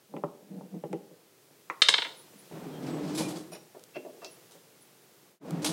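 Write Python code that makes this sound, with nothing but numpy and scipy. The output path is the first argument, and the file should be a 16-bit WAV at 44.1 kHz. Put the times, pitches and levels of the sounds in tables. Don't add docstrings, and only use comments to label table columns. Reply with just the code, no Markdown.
import sys
import numpy as np
from scipy import signal
from scipy.fft import rfft, irfft
from scipy.io import wavfile
from scipy.ndimage import uniform_filter1d, minimum_filter1d

SR = 44100
rng = np.random.default_rng(int(sys.argv[2]) if len(sys.argv) > 2 else 0)


def waveform_to_disk(signal):
    frames = np.transpose(np.atleast_2d(signal))
    scaled = np.clip(frames, -1, 1) * 32767
    samples = np.round(scaled).astype(np.int16)
    wavfile.write(sys.argv[1], SR, samples)


N = 252252
TIME = np.arange(N) / SR


# (pitch [Hz], relative level [dB], fade time [s])
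JAR_NOTES = [(181.7, -25.5, 0.15), (320, -33, 0.11), (549.6, -34, 0.05), (1074, -16, 0.018),
             (1370, -21, 0.0052), (1820, -17.5, 0.01), (2282, -9, 0.011), (3200, -6, 0.007),
             (3583, 3, 0.0065), (3950, 6.5, 0.0055), (4900, -6, 0.0035), (6170, -11.5, 0.002),
             (8000, -26, 0.0021), (3180, -34.5, 0.21), (3210, -33.5, 0.15), (3414, -36, 0.16),
             (3646, -29.5, 0.16), (3870, -38.5, 0.2), (4043, -31.5, 0.2), (4235, -31, 0.22),
             (4580, -37, 0.2), (5000, -35.5, 0.14), (5058, -40, 0.14), (6126, -39, 0.14),
             (6740, -39.5, 0.08)]
# (time [s], level [dB], highest pitch [Hz], gap between touches [s], build-up [s], loss per touch [dB])
JAR_LANDINGS = [(1.8187, -1, 6700, 0.0015, .0036, 14), (1.8859, -2, 6870, 0.0016, 0.0033, 9),
                (1.9396, -9.5, 3820, 0.0018, .0015, 3), (1.9819, -16.5, 3600, .002, 0.00077, 1.5),
                (2.0204, -20, 3340, .0021, 0.00059, 2), (2.046, -25.5, 2700, 0.003, 0.0023, 2),
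                (2.062, -37.5, 2700, .002, 0.0028, -1.5)]
# (time [s], level [dB])
JAR_SKIDS = [(1.822, -29.5), (1.8885, -23)]

def rocking_jar(touch_count=5, growth_db_per_s=2198, jitter_s=0.00008):
    touches = []
    for start, db, top_hz, gap_s, build_s, loss_db in JAR_LANDINGS:
        for k in range(touch_count):
            when = start + k * gap_s + jitter_s * rng.standard_normal()
            early_db = growth_db_per_s * max(build_s - k * gap_s, 0)
            late_db = loss_db * max(k - build_s / gap_s, 0)
            low_hz = 2400 * 0.53 ** k
            touches.append((when, db - early_db - late_db, low_hz, top_hz))
    grit = band(band(noise(), 6460, "high"), 8560, "low", order=6)
    skids = rms_one(grit) * dying(JAR_SKIDS, t60=0.07)
    return struck(touches, JAR_NOTES, spot_db=4, graze_db=-8, graze_t60=0.021) + skids


# (pitch [Hz], relative level [dB], fade time [s])
WOOD_NOTES = [(178.2, -8.5, 0.067), (237, -17, 0.038), (335, -8, 0.05), (414, -7, 0.036), (500, -6, 0.032),
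              (575, -5.5, 0.052), (620, -1.5, 0.015), (800, -11.5, 0.03), (866, -7, 0.014),
              (1074, -16.5, 0.012), (1270, -16.5, 0.014), (1770, -12.5, 0.012), (2450, -4.5, 0.002),
              (3070, -7, 0.016)]
# (time [s], tap level [dB], thud level [dB], lowest pitch of the thud [Hz])
WOOD_KNOCKS = [(.139, -31, -29.5, 120), (.167, -32, -28.5, 200), (0.2372, -20.5, -21, 136),
               (0.61, -35.5, -34, 200), (0.742, -42.5, -35, 140), (.838, -26, -26.5, 131),
               (.931, -26.5, -21, 200), (1.110, -55, -40.5, 150), (1.505, -61.5, -50, 99),
               (1.700, -45, -35.5, 130), (2.513, -40, -43, 200), (3.205, -29, -30, 120),
               (4.553, -46.5, -45, 149.8), (5.449, -37, -37, 200)]

def worktop_knocks(tap_band_hz=(630, 997), thud_delay_s=0.0035, thud_top_hz=500):
    taps = [(start, db, *tap_band_hz) for start, db, _, _ in WOOD_KNOCKS]
    thuds = [(start + thud_delay_s, db, low_hz, thud_top_hz) for start, _, db, low_hz in WOOD_KNOCKS]
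    return (struck(taps, WOOD_NOTES, spot_db=4, graze_db=-9.5, graze_t60=0.035)
            + struck(thuds, WOOD_NOTES, spot_db=1.5, graze_db=-3, graze_t60=0.11))


# (pitch [Hz], relative level [dB], fade time [s])
LID_NOTES = [(200, -27, 0.057), (530, -25, 0.0238), (1100, -6, 0.016), (1331, -7.5, 0.01),
             (2000, -6.5, 0.0063), (2400, -4.5, 0.0051), (2930, -14, .008), (6500, -7, 0.002)]
# (time [s], level [dB], lowest pitch [Hz], highest pitch [Hz])
LID_SNAPS = [(.166, -40.5, 510, 3000), (.237, -44, 1500, 1800), (.2375, -29.5, 900, 1190),
             (.838, -46, 1500, 2900), (.9295, -39, 2000, 5000), (1.6998, -20.5, 1380, 2925),
             (1.7092, -48, 670, 3000)]

def lid_snaps():
    return struck(LID_SNAPS, LID_NOTES, spot_db=5, graze_db=0.5, graze_t60=0.0053)


# (pitch [Hz], relative level [dB])
PUSH_TONE = [(50, -26), (120, -20), (160, 6), (190, 12.5), (225, 0), (270, 0), (320, 0), (410, -17),
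             (478, 0.5), (530, -16), (590, -10.5), (700, -18), (830, -19), (1050, -35), (2000, -38),
             (8000, -89)]
# (time [s], length [s], level [dB])
WORKTOP_PUSHES = [(0.144, 0.033, -42), (0.422, 0.0088, -55.5), (0.512, 0.079, -40.5), (0.652, 0.012, -46.5),
                  (0.746, 0.022, -40), (0.912, 0.021, -42), (1.001, 0.021, -53), (2.329, 0.06, -54.5)]

def pushes():
    effort = swells(WORKTOP_PUSHES, rise_s=0.044, t60=0.21)
    return effort * rubbing(PUSH_TONE, bumps_hz=250, bump_db=2)


# (pitch [Hz], relative level [dB])
RUMBLE_TONE = [(40, 3.5), (80, -4.5), (115, -2), (175, 7), (230, -5), (330, 0), (480, -4.5), (750, -10.5),
               (1100, -17), (1700, -23), (3500, -30), (8000, -39), (16000, -71)]
# (time [s], rumble level [dB], roller note level [dB], roller pitch [Hz])
DRAWER_FIRST_PULL = [(2.49, -66, -77, 242.6), (2.526, -40.5, -56.5, 248.9), (2.8, -40.5, -47, 270),
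                     (2.876, -35, -40.5, 278.1), (3.04, -34.5, -36.5, 288.6), (3.18, -40, -36.5, 305.5),
                     (3.21, -29, -34, 301), (3.234, -35.5, -44.5, 309.8), (3.312, -36.5, -38.5, 319),
                     (3.666, -62.5, -68.5, 334.3), (3.7, -82, -77, 329.6)]
DRAWER_SECOND_PULL = [(5.4, -40, -60, 269.2), (5.42, -38.5, -42, 277), (5.444, -43, -44, 280),
                      (5.455, -41, -45, 278.3), (5.54, -36, -45, 288.5), (5.626, -38, -44, 299.4),
                      (5.66, -38, -32.5, 304), (5.72, -34, -41, 316)]

def drawer(pull, box_db=-15, box_follows=0.83):
    rumble_db = in_time(pull, outside=SILENT_DB)
    note_db = in_time(pull, column=2, outside=SILENT_DB)
    rumble = rubbing(RUMBLE_TONE, bumps_hz=35, bump_db=0.5)
    bottom = from_db(-17.5) * wavering_note(428, width_hz=12.6)
    box = from_db(box_db + box_follows * rumble_db) * wavering_note(166, width_hz=23.5)
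    note = from_db(note_db) * wavering_note(in_time(pull, column=3), width_hz=31.4)
    return from_db(rumble_db) * (rumble + bottom) + box + note


# (time [s], length [s], level [dB])
DRAWER_JERKS = [(5.527, 0.015, -31.5), (5.572, 0.025, -36), (5.68, 0.027, -38.5)]

def drawer_booms():
    return swells(DRAWER_JERKS, rise_s=0.021, t60=0.12) * wavering_note(168, width_hz=30)


# (pitch [Hz], relative level [dB])
SCRAPE_TONE = [(800, 1.5), (2200, -3.5), (3600, -4), (5200, -2), (6500, -8), (8500, -8), (11000, -21),
               (15000, -22)]
# (time [s], length [s], level [dB])
RUNNER_SCRAPES = [(2.828, .015, -54.5), (2.868, .025, -50.5), (3.036, 0.028, -53.5), (3.079, 0.091, -49),
                  (3.354, 0.012, -53.5), (5.646, 0.018, -43)]

def runner_scrapes():
    return swells(RUNNER_SCRAPES, rise_s=0.0092, t60=0.1) * coloured(noise(), SCRAPE_TONE)


# (pitch [Hz], relative level [dB])
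JINGLE_TONE = [(500, 1.5), (1000, 0.5), (1500, -6), (2500, -6), (4500, -1), (6500, -3.5), (9000, -3.5),
               (11500, -9), (15000, -22)]
# (time [s], relative level [dB])
CUTLERY_JOLTS = [(3.149, -49.5), (3.175, -39), (3.205, -54), (3.284, -51.5), (3.359, -55), (4.51, -61.5),
                 (5.62, -51), (5.645, -35)]

def cutlery(touches_per_s=3300, pieces=48, ring_t60=0.032, tremble_db=-39, clash_db=6):
    pulls = (DRAWER_FIRST_PULL, DRAWER_SECOND_PULL)
    rolling = sum(from_db(in_time(pull, outside=SILENT_DB)) for pull in pulls)
    shake = dying(CUTLERY_JOLTS, t60=0.24) + from_db(tremble_db) * rolling
    touching = rng.random(N) < touches_per_s / SR
    touches = rms_one(touching * noise()) * shake
    touched_piece = rng.integers(0, pieces, N)
    pitches_hz = np.linspace(2300, 13500, pieces) + rng.uniform(-110, 110, pieces)
    decay = from_db(-60 / (ring_t60 * SR))
    jingle = from_db(clash_db) * touches
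    for k, hz in enumerate(pitches_hz):
        angle = 2 * np.pi * hz / SR
        gain = 2 * np.sin(angle) * np.sqrt(1 - decay)
        feedback = [1, -2 * decay * np.cos(angle), decay ** 2]
        jingle += signal.lfilter([0, gain], feedback, touches * (touched_piece == k) + 1e-18)
    return coloured(jingle, JINGLE_TONE) * np.std(jingle)


# (pitch [Hz], relative level [dB], fade time [s])
SPOON_NOTES = [(1710, -15, 0.026), (2700, 3.5, 0.033), (3300, 0, 0.0076), (4580, 14, 0.0018),
               (5560, 9.5, 0.0027), (12250, 0, 0.073)]
# (time [s], level [dB], lowest pitch [Hz], highest pitch [Hz])
SPOON_CLINKS = [(3.970, -59, 1200, 1900), (4.247, -36.5, 4650, 5830)]
# (time [s], length [s], level [dB], highest pitch [Hz])
SPOON_RUBS = [(3.956, 0.015, -45, 3020), (4.22, 0.025, -57, 5500), (4.25, 0.012, -66, 3000)]

def spoon():
    clinks = struck(SPOON_CLINKS, SPOON_NOTES, spot_db=0, graze_db=3.5, graze_t60=0.16)
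    return clinks + sliding(SPOON_RUBS, SPOON_NOTES, rise_s=0.013, t60=0.035, catch_db=2.5)


# (pitch [Hz], relative level [dB], fade time [s])
TRAY_NOTES = [(308, -14, 0.06), (366, -6.5, 0.065), (436, -4, 0.036), (496, 2.5, 0.042), (600, 6.5, 0.023),
              (770, -6, 0.022), (900, -10, 0.013), (1138, -8.5, 0.015), (1720, -9, 0.012)]
# (time [s], level [dB], lowest pitch [Hz], highest pitch [Hz])
TRAY_BUMPS = [(3.521, -41, 480, 1600), (3.538, -46, 480, 1510), (3.555, -42, 400, 1500),
              (3.748, -41, 400, 1410), (3.957, -37.5, 448, 1180), (3.965, -31, 221, 460),
              (3.978, -39.5, 220, 500), (4.049, -37, 330, 1100), (4.060, -43, 300, 800),
              (4.080, -39.5, 351, 745), (4.170, -49, 400, 600), (4.219, -40.5, 752, 1585),
              (4.232, -42, 600, 1400), (4.249, -42, 450, 900)]

def tray_bumps():
    return struck(TRAY_BUMPS, TRAY_NOTES, spot_db=3.5, graze_db=7, graze_t60=0.13)


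# (pitch [Hz], relative level [dB], fade time [s])
FORK_NOTES = [(2604, -3, 0.047), (2980, -5, 0.03), (4000, 9, 0.0022), (4920, -5, 0.048), (5480, -4, 0.045),
              (5600, -1, 0.035), (6900, -7, .025), (9290, -4, 0.055), (9430, -6, 0.045), (10500, -10, 0.04),
              (11160, -0.5, 0.05), (11550, -10, 0.035), (13500, -10, 0.03)]
# (time [s], length [s], level [dB], highest pitch [Hz])
FORK_RUBS = [(3.520, 0.021, -47, 15000), (3.55, 0.007, -52, 7000)]

def fork():
    return sliding(FORK_RUBS, FORK_NOTES, rise_s=0.0036, t60=0.094, catch_db=3)


# (pitch [Hz], relative level [dB], fade time [s])
TICK_NOTES = [(1320, -8, 0.01), (3860, -16.5, 0.0017), (6800, 2, 0.00041), (11300, 7.5, 0.00031)]
# (time [s], level [dB], lowest pitch [Hz], highest pitch [Hz])
DRY_TICKS = [(.930, -44.5, 2500, 9300), (3.795, -49.5, 3000, 9030), (3.8385, -41.5, 3625, 11100),
             (4.246, -35, 4470, 5750), (5.508, -35.5, 500, 12000)]

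def dry_ticks():
    return struck(DRY_TICKS, TICK_NOTES, spot_db=0, graze_db=26, graze_t60=0.0082)


# (time [s], length [s], level [dB], pitch [Hz])
THIN_SQUEAKS = [(2.172, 0.038, -56.5, 10000), (2.391, .01, -58, 10000), (2.736, 0.038, -59.5, 3200),
                (2.907, 0.061, -62, 7940), (3.16, 0.013, -49, 9950), (3.217, 0.044, -49.5, 2400),
                (3.29, .025, -60, 12400), (4.318, .01, -55, 10060), (4.82, .005, -59.5, 10060)]

def squeaks(width_share=0.038):
    out = np.zeros(N)
    for start, length, db, hz in THIN_SQUEAKS:
        loudness = from_db(db) * swell(start, length, rise_s=0.021, t60=0.13)
        out += loudness * wavering_note(hz, width_share * hz)
    return out


# (pitch [Hz], fade time [s])
ROOM_FADE = [(150, 0.48), (500, 0.84), (1500, 0.31), (4000, 0.42), (8000, 0.57), (15000, 0.14)]

def room(x, near_db, near_t60, far_db):
    t = TIME[:SR * 3 // 4]
    edges_hz = np.geomspace(80, 18000, 12)
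    tail = np.zeros(len(t))
    for low, high in zip(edges_hz, edges_hz[1:]):
        t60 = at_hz(ROOM_FADE, np.sqrt(low * high))
        tail += band(noise(len(t)), [low, high], "band") * from_db(-60 * t / t60)
    echoes = from_db(far_db) * rms_one(tail * (t > 0.008)) / np.sqrt(len(t))
    near = noise_burst(near_t60)
    first = round(0.002 * SR)
    echoes[first:first + len(near)] += from_db(near_db) * near
    return x + signal.fftconvolve(x, echoes)[:N]


# (pitch [Hz], relative level [dB])
HISS_TONE = [(30, -30.5), (80, -16), (120, -4.5), (250, -14.5), (390, -8), (520, -13.5), (950, -19.5),
             (1900, -22), (3600, -23), (15500, -26)]
# (time [s], level [dB])
HISS_LOUDNESS = [(0, -62), (1.3, -61), (2.5, -55), (3.7, -59), (4.4, -56.5), (4.7, -58.5), (5.3, -59)]

def microphone_hiss():
    return from_db(in_time(HISS_LOUDNESS)) * coloured(noise(), HISS_TONE)


def struck(hits, notes, spot_db, graze_db, graze_t60):
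    out = np.zeros(N + SR)
    for start, db, low_hz, top_hz in hits:
        force = from_db(graze_db) * noise_burst(graze_t60)
        force[0] += 1
        strike_db = spot_db * noise(len(notes))
        blow = signal.fftconvolve(force, ringing(notes, strike_db))
        blow = band(band(blow, low_hz, "high"), top_hz, "low", order=3)
        power = uniform_filter1d(blow ** 2, size=48, mode="constant")
        crest = np.sqrt(2 * power.max())
        at = round(start * SR)
        out[at:at + len(blow)] += from_db(db) * blow / crest
    return out[:N]


def sliding(slides, notes, rise_s, t60, catch_db):
    friction = noise() * from_db(catch_db * drift(350))
    rubbed = signal.fftconvolve(friction, ringing(notes, np.zeros(len(notes))))[:N]
    out = np.zeros(N)
    for start, length, db, top_hz in slides:
        softened = rms_one(band(rubbed, top_hz, "low", order=3))
        out += from_db(db) * swell(start, length, rise_s, t60) * softened
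    return out


def ringing(notes, strike_db):
    t = TIME[:SR // 4]
    return sum(from_db(db + extra_db - 60 * t / t60) * np.sin(2 * np.pi * hz * t)
               for (hz, db, t60), extra_db in zip(notes, strike_db))


def rubbing(tone, bumps_hz, bump_db):
    return coloured(noise() * from_db(bump_db * drift(bumps_hz)), tone)


def wavering_note(hz, width_hz):
    phase = 2 * np.pi * np.cumsum(hz * np.ones(N)) / SR
    swing = drift(width_hz / 2) + 1j * drift(width_hz / 2)
    swing /= np.sqrt(1 + np.abs(swing) ** 2)
    return rms_one(np.real(swing * np.exp(1j * phase)))


def noise_burst(t60, size=4096, passes=4):
    envelope = from_db(-60 * TIME[:size] / t60) + 1e-9
    burst = noise(size) * envelope
    for _ in range(passes):
        even = irfft(np.exp(1j * np.angle(rfft(burst))), size)
        power = np.abs(uniform_filter1d(even ** 2, size=64))
        burst = envelope * even / np.sqrt(power + 1e-15)
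    return rms_one(burst) / np.sqrt(size)


def swell(start, length, rise_s, t60):
    before = np.maximum(start - TIME, 0)
    after = np.maximum(TIME - start - length, 0)
    return from_db(-20 * before / rise_s - 60 * after / t60)


def swells(events, rise_s, t60):
    return sum(from_db(db) * swell(start, length, rise_s, t60) for start, length, db in events)


def dying(events, t60):
    return sum(from_db(db - 60 * np.maximum(TIME - start, 0) / t60) * (TIME >= start)
               for start, db in events)


def noise(size=N):
    return rng.standard_normal(size)


def drift(hz):
    return rms_one(band(noise(N + SR), hz, "low")[SR:])


def coloured(x, tone):
    gains = from_db(at_hz(tone, np.fft.rfftfreq(N, 1 / SR)))
    return rms_one(irfft(rfft(x) * gains, N))


def band(x, hz, kind, order=2):
    sections = signal.butter(order, np.clip(hz, 10, SR * 0.45), kind, fs=SR, output="sos")
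    return signal.sosfilt(sections, x)


def in_time(rows, column=1, outside=None):
    columns = np.transpose(rows)
    return np.interp(TIME, columns[0], columns[column], left=outside, right=outside)


def at_hz(points, hz):
    pitches, values = np.transpose(points)
    return np.interp(np.log(np.maximum(hz, 1)), np.log(pitches), values)


SILENT_DB = -200

def from_db(db):
    return 10 ** (np.asarray(db) / 20)


def rms_one(x):
    return x / np.sqrt(np.mean(x ** 2) + 1e-20)


def limited(x, ceiling_db, size=45):
    allowed_gain = np.minimum(from_db(ceiling_db) / (np.abs(x) + 1e-9), 1)
    return x * uniform_filter1d(minimum_filter1d(allowed_gain, size=size), size=size)


def scene():
    knocks = room(worktop_knocks(), near_db=-3.5, near_t60=0.086, far_db=-14)
    lid = room(lid_snaps(), near_db=-2.5, near_t60=0.1, far_db=-11.5)
    jar = room(rocking_jar(), near_db=-10, near_t60=0.06, far_db=-11.5)
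    steel = room(spoon() + fork() + cutlery(), near_db=-8.5, near_t60=0.065, far_db=-10.5)
    tray = room(tray_bumps(), near_db=-1.5, near_t60=0.07, far_db=-11.5)
    rolling = drawer(DRAWER_FIRST_PULL) + drawer(DRAWER_SECOND_PULL) + runner_scrapes() + drawer_booms()
    background = dry_ticks() + squeaks() + microphone_hiss()
    return (jar + knocks + lid + pushes() + rolling + steel + tray + background)[None]


def record(dry):
    low_cut_hz, top_cut_hz = 154.4, 15900
    dip_at_s, depth_db, fall_s, recover_s = 5.4, -34.5, 0.03, 0.022
    ease_s = np.where(TIME < dip_at_s, fall_s, recover_s)
    dip_db = depth_db * np.exp(-np.abs(TIME - dip_at_s) / ease_s)
    thinned = band(dry, low_cut_hz, "high", order=3)
    held = limited(thinned * from_db(dip_db), ceiling_db=-2)
    top_cut = signal.ellip(10, 0.1, 80, top_cut_hz, fs=SR, output="sos")
    return signal.sosfilt(top_cut, held)


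dry = scene()
out = record(dry)
waveform_to_disk(out)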